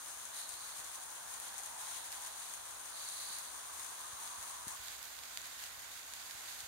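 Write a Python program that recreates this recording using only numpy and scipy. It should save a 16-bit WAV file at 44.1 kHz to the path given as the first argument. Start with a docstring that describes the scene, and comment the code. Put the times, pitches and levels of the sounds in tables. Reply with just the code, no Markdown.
"""A garden at night, on a stereo microphone. Two hand-held sparklers burn close by: metal grains burst in
crackles and pops, and as the coating flares, gas rushes out and whistles through narrow vents. Then the scene
changes: one sparkler fizzes further off, with a few sharp pops. Distant traffic murmurs behind, light air
nudges the two microphone ports, and each port colours the sound in its own way."""
import sys
import numpy as np
from scipy import signal
from scipy.fft import rfft, irfft, next_fast_len
from scipy.io import wavfile

SR = 44100
rng = np.random.default_rng(int(sys.argv[2]) if len(sys.argv) > 2 else 0)


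def bounce(signal):
    """Save signal as a 16-bit WAV file at the path given by the first command-line argument."""
    frames = np.transpose(np.atleast_2d(signal))
    limited = np.clip(frames, -1, 1)
    pcm = np.round(limited * 32767).astype(np.int16)
    wavfile.write(sys.argv[1], SR, pcm)


N = 294147
TIME = np.arange(N) / SR
CUT_S = 4.757   # the close scene gives way to the far one
CUTOFF_HZ = 15750   # top of the microphone's range
FIZZ_ATTACK_S, FIZZ_RELEASE_S = 0.0078, 0.021
JET_ATTACK_S, JET_RELEASE_S = 0.051, 0.12   # the gas builds and dies more slowly than the fizz

# Colour of the close sparklers at the ports: (frequency [Hz], left [relative dB], right [relative dB])
NEAR_COLOUR = [(1030, -31, -13), (1850, -16.5, -4.5), (2770, -14.5, -11.5), (3530, -9.5, -10),
               (4000, -17.5, -7), (4840, -18, -9), (5570, -9.5, -11.5), (6520, 0.5, -16.5), (6810, -3, -12),
               (7960, -5.5, -21.5), (9340, 1.5, -14.5), (10690, -10.5, -10), (11700, -15.5, -8.5),
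               (13000, -25, -13), (16400, -21, -16)]


def near_sparklers():
    """Two sparklers close to the microphone: fizz, pops, and gas rushing in one broad resonance."""
    burn_db = flaring(-49.5, "fizz", FIZZ_ATTACK_S, FIZZ_RELEASE_S)
    jet_db = flaring(-63.5, "jet", JET_ATTACK_S, JET_RELEASE_S)
    ports = port_response(NEAR_COLOUR)
    burst = grains(low_hz=3480, split_hz=6500, per_s=2500, spread_db=9.5, largest=1.66, spurt_db=2.0)
    crackle = garden(burst, echo_db=-1.0, t60=0.47) * stereo_gain(0, -2)
    burning = fizz(burn_db, crackle, hiss_db=0.5, sputter_db=0.58)
    rows = [row for row in popping_sparks() if row[0] < CUT_S]
    popping = pops(rows, ports, top_hz=9000, echo_db=2.0, t60=0.11, lag_s=0.0001)
    rush = noise_band(centre_hz=3860, width_hz=1200)
    jet = rush * from_db(jet_db + drift(27)) * stereo_gain(-22, 0)
    return through(burning + popping, ports) + jet


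# Colour of the far sparkler at the ports: (frequency [Hz], left [relative dB], right [relative dB])
FAR_COLOUR = [(990, -10, -6.5), (2030, -16.5, -1), (3020, -5.5, -6), (3560, -12, -0.8), (4860, -28, -2),
              (5360, -14.5, -5.5), (5860, -3.5, -11), (6730, 1.5, -10), (7600, -2.5, -19), (9360, -4, -9.5),
              (10200, -9, -10), (11600, -11.5, -5.5), (13100, -18, -7.5), (16300, -15, -17)]


def far_sparkler():
    """One sparkler further off: duller, with sparser crackle; its jet does not carry this far."""
    burn_db = flaring(-50, "fizz", FIZZ_ATTACK_S, FIZZ_RELEASE_S)
    ports = port_response(FAR_COLOUR)
    burst = grains(low_hz=1480, split_hz=4400, per_s=1800, spread_db=4.5, largest=4.0, spurt_db=5.0)
    crackle = garden(burst, echo_db=0.5, t60=0.23) * stereo_gain(-2.5, 0)
    burning = fizz(burn_db, crackle, hiss_db=4.0, sputter_db=0.5)
    rows = [row for row in popping_sparks() if row[0] >= CUT_S]
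    popping = pops(rows, ports, top_hz=11100, echo_db=-11, t60=0.021, lag_s=.00005)
    return through(burning + popping, ports)


# Flares of the coating: (start [s], length [s], fizz level [dB], jet level [dB])
FLARES = [(0.05, 0.087, -52.5, -68), (0.17, 0.049, -53, -60), (0.33, 0.11, -48, -62),
          (0.38, 0.021, -47, -66), (0.476, 0.058, -52, -70), (0.613, 0.098, -51, -60),
          (0.743, 0.056, -47.5, -58), (.835, .04, -53, -66), (0.908, 0.049, -47, -66),
          (1.007, 0.026, -49.5, -68), (1.085, .03, -51, -68), (1.14, .025, -50.5, -64),
          (1.26, 0.12, -52, -65), (1.41, 0.079, -49.5, -53.5), (1.527, 0.2, -52.5, -65),
          (1.775, 0.11, -47.5, -55), (1.883, 0.097, -47, -51), (2.038, 0.035, -46, -64),
          (2.096, 0.084, -50.5, -57), (2.19, 0.086, -48, -54), (2.37, 0.18, -50.5, -55),
          (2.63, 0.12, -62, -72), (2.942, 0.12, -50.5, -55), (3.063, 0.21, -47.5, -55),
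          (3.277, 0.086, -46.5, -63), (3.377, 0.079, -51.5, -56), (3.52, .17, -60, -61),
          (3.718, 0.23, -49.5, -61), (3.96, 0.3, -54, -59), (4.202, 0.35, -52.5, -58.5),
          (4.66, 0.084, -52.5, -66), (4.787, 0.17, -52.5, -74), (5.275, 0.12, -55.5, -70),
          (5.434, 0.033, -49, -70), (5.588, 0.079, -49.5, -70), (6.192, 0.16, -53, -70),
          (6.357, 0.29, -52, -70)]


def flaring(steady_db, part, attack_s, release_s):
    """Level in dB of the "fizz" or the "jet": each flare adds its power to the steady burn."""
    power = from_db(steady_db) ** 2
    for start_s, length_s, fizz_db, jet_db in FLARES:
        gain = from_db(fizz_db if part == "fizz" else jet_db)
        power = power + (gain * swell(start_s, length_s, attack_s, release_s)) ** 2
    return 10 * np.log10(power)


def fizz(burn_db, crackle, hiss_db, sputter_db):
    """Crackle over the smooth hiss of escaping gas; both sputter together."""
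    hiss = from_db(hiss_db) * rng.standard_normal((2, N))
    return rms_one(crackle + hiss) * from_db(burn_db + sputter_db * drift(7.3))


def grains(low_hz, split_hz, per_s, spread_db, largest, spurt_db):
    """Coarse grains crack low and fine ones high, each in their own time; both radiate little bass."""
    coarse, fine = (sparks(per_s, spread_db, largest, spurt_db) for _ in range(2))
    both = low_pass(coarse, split_hz, order=1) + high_pass(fine, split_hz, order=1)
    return rms_one(high_pass(both, low_hz, order=1))


def sparks(per_s, spread_db, largest, spurt_db):
    """Metal grains burst at random, in spurts: countless tiny ones, fewer large."""
    at = np.flatnonzero(rng.random(N) < per_s * from_db(spurt_db * drift(50)) / SR)
    sizes_db = spread_db * np.minimum(rng.exponential(1, N), largest)
    clicks = (from_db(sizes_db) * rng.choice([-1, 1], N))[at]
    # sparks fly all ways, so each has its own lag between the ports
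    lags = (rng.uniform(-.0004, .0004, N) * SR).astype(int)[at]
    out = np.zeros((2, N))
    out[0, at] = clicks
    out[1, np.clip(at + lags, 0, N - 1)] = clicks
    return rms_one(out)


# Loudest sparks: (time [s], direct peak at the louder port [dB], low edge [Hz], right over left [dB])
LOUD_POPS = [(.2537, -24, 7000, -12), (.4916, -24, 7000, -9), (.506, -29, 7000, -5),
             (0.5383, -27, 7000, -5), (0.845, -29, 5000, 1), (1.3389, -25, 7100, -3),
             (1.4002, -26, 9100, 3), (1.581, -23, 6900, -3), (1.5868, -30, 6900, -3),
             (1.6354, -25.5, 7000, -7), (1.6605, -24.5, 7000, -4), (2.1196, -27, 5000, 3),
             (2.1264, -30, 2010, 7), (2.2636, -28, 6000, -8), (2.272, -29.5, 1000, 8),
             (2.4024, -36, 7000, -6), (2.538, -25, 7000, -3), (3.0883, -24.5, 7000, -9),
             (3.1238, -29, 7000, -5), (3.386, -25, 7000, 2), (3.7954, -30, 5000, 4),
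             (3.8337, -32, 6000, -6), (4.0104, -32, 7000, 3), (4.276, -32, 2000, 8),
             (4.4278, -27.5, 5000, 0), (4.6814, -23, 6500, 2), (4.8833, -28, 2200, 5),
             (5.029, -25.5, 6000, 4), (5.0546, -31, 5000, -4), (5.1898, -28.5, 2000, 13),
             (5.2358, -29.5, 2000, 3), (5.3738, -19.5, 1600, 3), (5.4568, -33, 3000, 5),
             (5.5838, -34, 900, -5), (5.6388, -27, 2000, -2), (6.0315, -36, 2500, 7),
             (6.1369, -26.5, 2600, 0), (6.3103, -26.5, 1800, 10), (6.4843, -37, 4000, 2),
             (6.5905, -31, 4000, -2), (6.6054, -27, 4000, 2)]


def popping_sparks(per_s=6, peak_db=-37, spread_db=1.2, low_hz=5000):
    """Rows for the loud pops, plus lesser sparks that burst at random with these settings."""
    at = np.flatnonzero(rng.random(N) < per_s / SR)
    peaks_db = peak_db + spread_db * rng.standard_normal(N)
    return LOUD_POPS + [(i / SR, peaks_db[i], low_hz, 0) for i in at]


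def pops(rows, ports, top_hz, echo_db, t60, lag_s):
    """A large spark bursts with one rounded pressure spike; some are thin ticks, others reach lower."""
    out = np.zeros((2, N))
    spike = low_pass(signal.unit_impulse(SR // 200), top_hz, order=1)
    for time_s, peak_db, low_hz, right_db in rows:
        crack = high_pass(spike, low_hz) * stereo_gain(0, right_db)
        peak_at_ports = np.abs(signal.fftconvolve(crack, ports, axes=1)).max()
        add_at(out, time_s, from_db(peak_db) / peak_at_ports * crack)
    out[1] = np.roll(out[1], int(lag_s * SR))
    return garden(out, echo_db, t60)


# Gas whistling through narrow vents in the coating: (start [s], length [s], level [dB], pitch [Hz])
WHISTLES = [(0.314, 0.07, -47, 4100), (.46, 0.26, -55.5, 4330), (2.887, 0.19, -51, 4300),
            (3.06, 0.29, -49.5, 4295), (4.957, 0.091, -54, 14000)]


def whistles(overtone_ratio=2.3, overtone_db=-6):
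    """Each vent sings in a narrow, wavering resonance on the right; a weak overtone reaches both ports."""
    out = 0
    waver = 1 + .012 * drift(14.3)
    for start_s, length_s, level_db, pitch_hz in WHISTLES:
        tone = noise_band(pitch_hz * waver, width_hz=0.18 * pitch_hz) * stereo_gain(-24, 0)
        overtone_hz = overtone_ratio * pitch_hz
        if overtone_hz < CUTOFF_HZ:
            tone = tone + from_db(overtone_db) * noise_band(overtone_hz * waver, width_hz=800)
        out = out + from_db(level_db) * swell(start_s, length_s, JET_ATTACK_S, JET_RELEASE_S) * tone
    return out


def garden(x, echo_db, t60):
    """Direct sound plus scatter from coats, ground and fence; moving sparks each have their own echoes."""
    retained = from_db(-60 / (t60 * SR)) ** 2   # share of the energy left after one sample
    energy = signal.lfilter([1 - retained], [1, -retained], np.square(x) + 1e-18)
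    echoes = rms_one(rng.standard_normal((2, N)) * (rng.random((2, N)) < .2))
    return x + from_db(echo_db) * np.sqrt(energy) * echoes


# Distant cars: (time when nearest [s], level on the right [dB], time to cover their own distance [s],
# centre of the tyre noise [Hz], upper hiss against that noise [dB])
CARS = [(1.74, -53.5, .85, 928.6, -7), (4.5, -52.5, 1.2, 1049, -13.5)]


def tyres(fall_db_per_decade=43, glide=.05):
    """Far cars on the right: the road noise of each swells as it nears, then sinks in pitch and fades."""
    out = 0
    for nearest_s, level_db, pass_s, centre_hz, hiss_db in CARS:
        along = (TIME - nearest_s) / pass_s
        distance = np.hypot(1, along)   # 1 at the nearest point
        road = noise_band(centre_hz * (1 - glide * along / distance), width_hz=280)
        hiss = from_db(hiss_db) / distance ** 2 * noise_band(centre_hz=1710, width_hz=620)
        out = out + (road + hiss) * from_db(level_db - fall_db_per_decade * np.log10(distance))
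    return out * stereo_gain(-13, 0)


# Night air and distant traffic behind the close pair, and behind the far sparkler:
# (frequency [Hz], left [relative dB], right [relative dB])
NIGHT_NEAR = [(25.0, -47, -29), (48.3, -8.5, -19.5), (88.5, -7.5, -10.5), (190, -18, -18),
              (242, -15.5, -12.5), (388, -16.5, -14), (513, -12.5, -9.5), (723, -12.5, -2),
              (1050, -9.5, -2.5), (1340, -12, -5), (1634, -10.5, -3.5), (1910, -21.5, -14.5),
              (3000, -21.5, -15), (6340, -41, -31.5)]
NIGHT_FAR = [(25, -36, -28), (50.0, 0, -15), (88.5, -2.5, -8), (182, -13.5, -12.5), (256, -13, -7),
             (387, -11, -14.5), (540, -12.5, -6), (700, -8, -0.8), (1060, -12, 0.5), (1210, -18, -4),
             (1480, -9, 1.5), (2040, -12, -9.5), (3170, -14, -23), (6130, -49, -25)]
# Likeness of the night air at the two ports: (frequency [Hz], correlation [-1 to 1])
PORT_LIKENESS = [(50, -0.67), (260, -0.84), (620, -0.6), (850, -0.42), (1050, 0.86), (1450, 0.69),
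                 (1800, 0.47), (2250, -.95)]


def night(spectrum, level_db):
    """Steady outdoor murmur, partly alike and partly opposed in the two ports."""
    size = next_fast_len(N)
    alike = np.clip(at_hz(PORT_LIKENESS, bin_hz(size))[0], -.95, .95)
    mid, side = rfft(rng.standard_normal((2, size)))
    left_right = np.sqrt(1 + alike) * mid + np.sqrt(1 - alike) * side * [[1], [-1]]
    murmur = rms_one(irfft(left_right, size)[:, :N])
    return from_db(level_db) * through(murmur, port_response(spectrum))


# Air puffs and small knocks on the microphone housing: (time [s], left peak [dB], decay [s], top [Hz])
BUMPS = [(0.789, -59, .012, 150), (3.305, -57, 0.011, 284), (4.128, -54, 0.014, 80),
         (4.383, -56, 0.023, 100), (4.669, -42.5, 0.016, 276), (4.791, -56, 0.06, 75),
         (4.897, -59, .015, 85), (5.773, -57, .025, 85), (6.345, -58, .02, 110), (6.635, -55, 0.024, 90)]


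def bumps():
    """Short low thuds right at the microphone, a push followed by a flutter, mostly at the left port."""
    out = np.zeros((2, N))
    t = TIME[:SR // 5]
    for time_s, peak_db, decay_s, top_hz in BUMPS:
        pressure = 0.038 * rng.standard_normal((2, len(t))) * np.exp(-t / decay_s)
        pressure[:, 0] = 1   # the push
        thud = high_pass(low_pass(pressure, top_hz, order=3), 52)
        add_at(out, time_s, from_db(peak_db) * thud / np.abs(thud).max(axis=1, keepdims=True))
    return out * stereo_gain(0, -9)


# Faint whine of the electronics: (frequency [Hz], level before the left and right gains [dB])
WHINE_TONES = [(14547, -77.5), (14577, -77.5)]


def whine():
    """Two thin, slightly unsteady tones from the electronics, stronger on the right."""
    out = 0
    for hz, level_db in WHINE_TONES:
        phase = 2 * np.pi * np.cumsum(hz + 5 * drift(11)) / SR
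        out = out + from_db(level_db) * np.sin(phase)
    return out * stereo_gain(-5, 4)


def microphone_hiss(left_db, right_db):
    """Steady self-noise of the microphone's two channels."""
    return rng.standard_normal((2, N)) * stereo_gain(left_db, right_db)


def port_response(spectrum, size=4096):
    """Causal impulse responses of both ports for a spectrum that falls away past its ends."""
    hz = bin_hz(size)
    skirts = np.minimum(hz / spectrum[0][0], 1) ** 2 * np.minimum(spectrum[-1][0] / hz, 1) ** 2
    gain = rms_one(from_db(at_hz(spectrum, hz)) * skirts)
    cepstrum = irfft(np.log(gain + 1e-4))
    cepstrum[:, 1:size // 2] *= 2   # folding onto positive time gives minimum phase
    cepstrum[:, size // 2 + 1:] = 0
    return irfft(np.exp(rfft(cepstrum)))


def through(x, response):
    """Convolve with a stereo impulse response."""
    return signal.fftconvolve(x, response, axes=1)[:, :N]


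def noise_band(centre_hz, width_hz):
    """Stereo noise in one resonance, whose centre may move."""
    swing = low_pass(rng.standard_normal((2, N)) + 1j * rng.standard_normal((2, N)), width_hz / 2)
    carrier = np.exp(2j * np.pi * np.cumsum(centre_hz * np.ones(N)) / SR)
    return rms_one(np.real(swing * carrier))


def swell(start_s, length_s, attack_s, release_s):
    """An envelope that catches, holds and dies away."""
    caught = 1 - np.exp(-np.maximum(TIME - start_s, 0) / attack_s)
    return caught * np.exp(-np.maximum(TIME - start_s - length_s, 0) / release_s)


def drift(rate_hz):
    """Slow random wander with spread 1."""
    return rms_one(low_pass(rng.standard_normal(N + SR), rate_hz)[SR:])


def low_pass(x, hz, order=2):
    """Butterworth low-pass."""
    return signal.sosfilt(signal.butter(order, hz, fs=SR, output="sos"), x)


def high_pass(x, hz, order=2):
    """Butterworth high-pass."""
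    return signal.sosfilt(signal.butter(order, hz, "high", fs=SR, output="sos"), x)


def bin_hz(size):
    """Frequencies of a real FFT, kept at 1 Hz or more."""
    return np.maximum(np.arange(size // 2 + 1) * SR / size, 1)


def at_hz(rows, hz):
    """Each column of a spectrum at the given frequencies."""
    points, *columns = np.transpose(rows)
    return np.array([np.interp(np.log(hz), np.log(points), column) for column in columns])


def add_at(out, time_s, sound):
    """Mix a short stereo sound in at the given time."""
    start = int(time_s * SR)
    out[:, start:start + sound.shape[1]] += sound[:, :N - start]


def from_db(db):
    """Decibels to gain."""
    return 10 ** (np.asarray(db) / 20)


def stereo_gain(left_db, right_db):
    """One gain for each channel."""
    return from_db([[left_db], [right_db]])


def rms_one(x):
    """Scale to unit power."""
    return x / np.sqrt(np.mean(np.abs(x) ** 2) + 1e-20)


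def scene():
    """The garden with two sparklers close to the microphone, then with one further off."""
    near = near_sparklers() + night(NIGHT_NEAR, level_db=-55.5) + tyres()
    far = far_sparkler() + night(NIGHT_FAR, level_db=-57.5)
    outdoors = np.where(TIME < CUT_S, near, far) + whistles()
    return outdoors + bumps() + whine() + microphone_hiss(left_db=-61.5, right_db=-58.0)


def record(dry):
    """The microphone's range: the deepest rumble is filtered off and the top is cut steeply."""
    top_cut = signal.ellip(12, .1, 70, CUTOFF_HZ, fs=SR, output="sos")
    return signal.sosfilt(top_cut, high_pass(dry, 36))


dry = scene()
out = record(dry)
bounce(out)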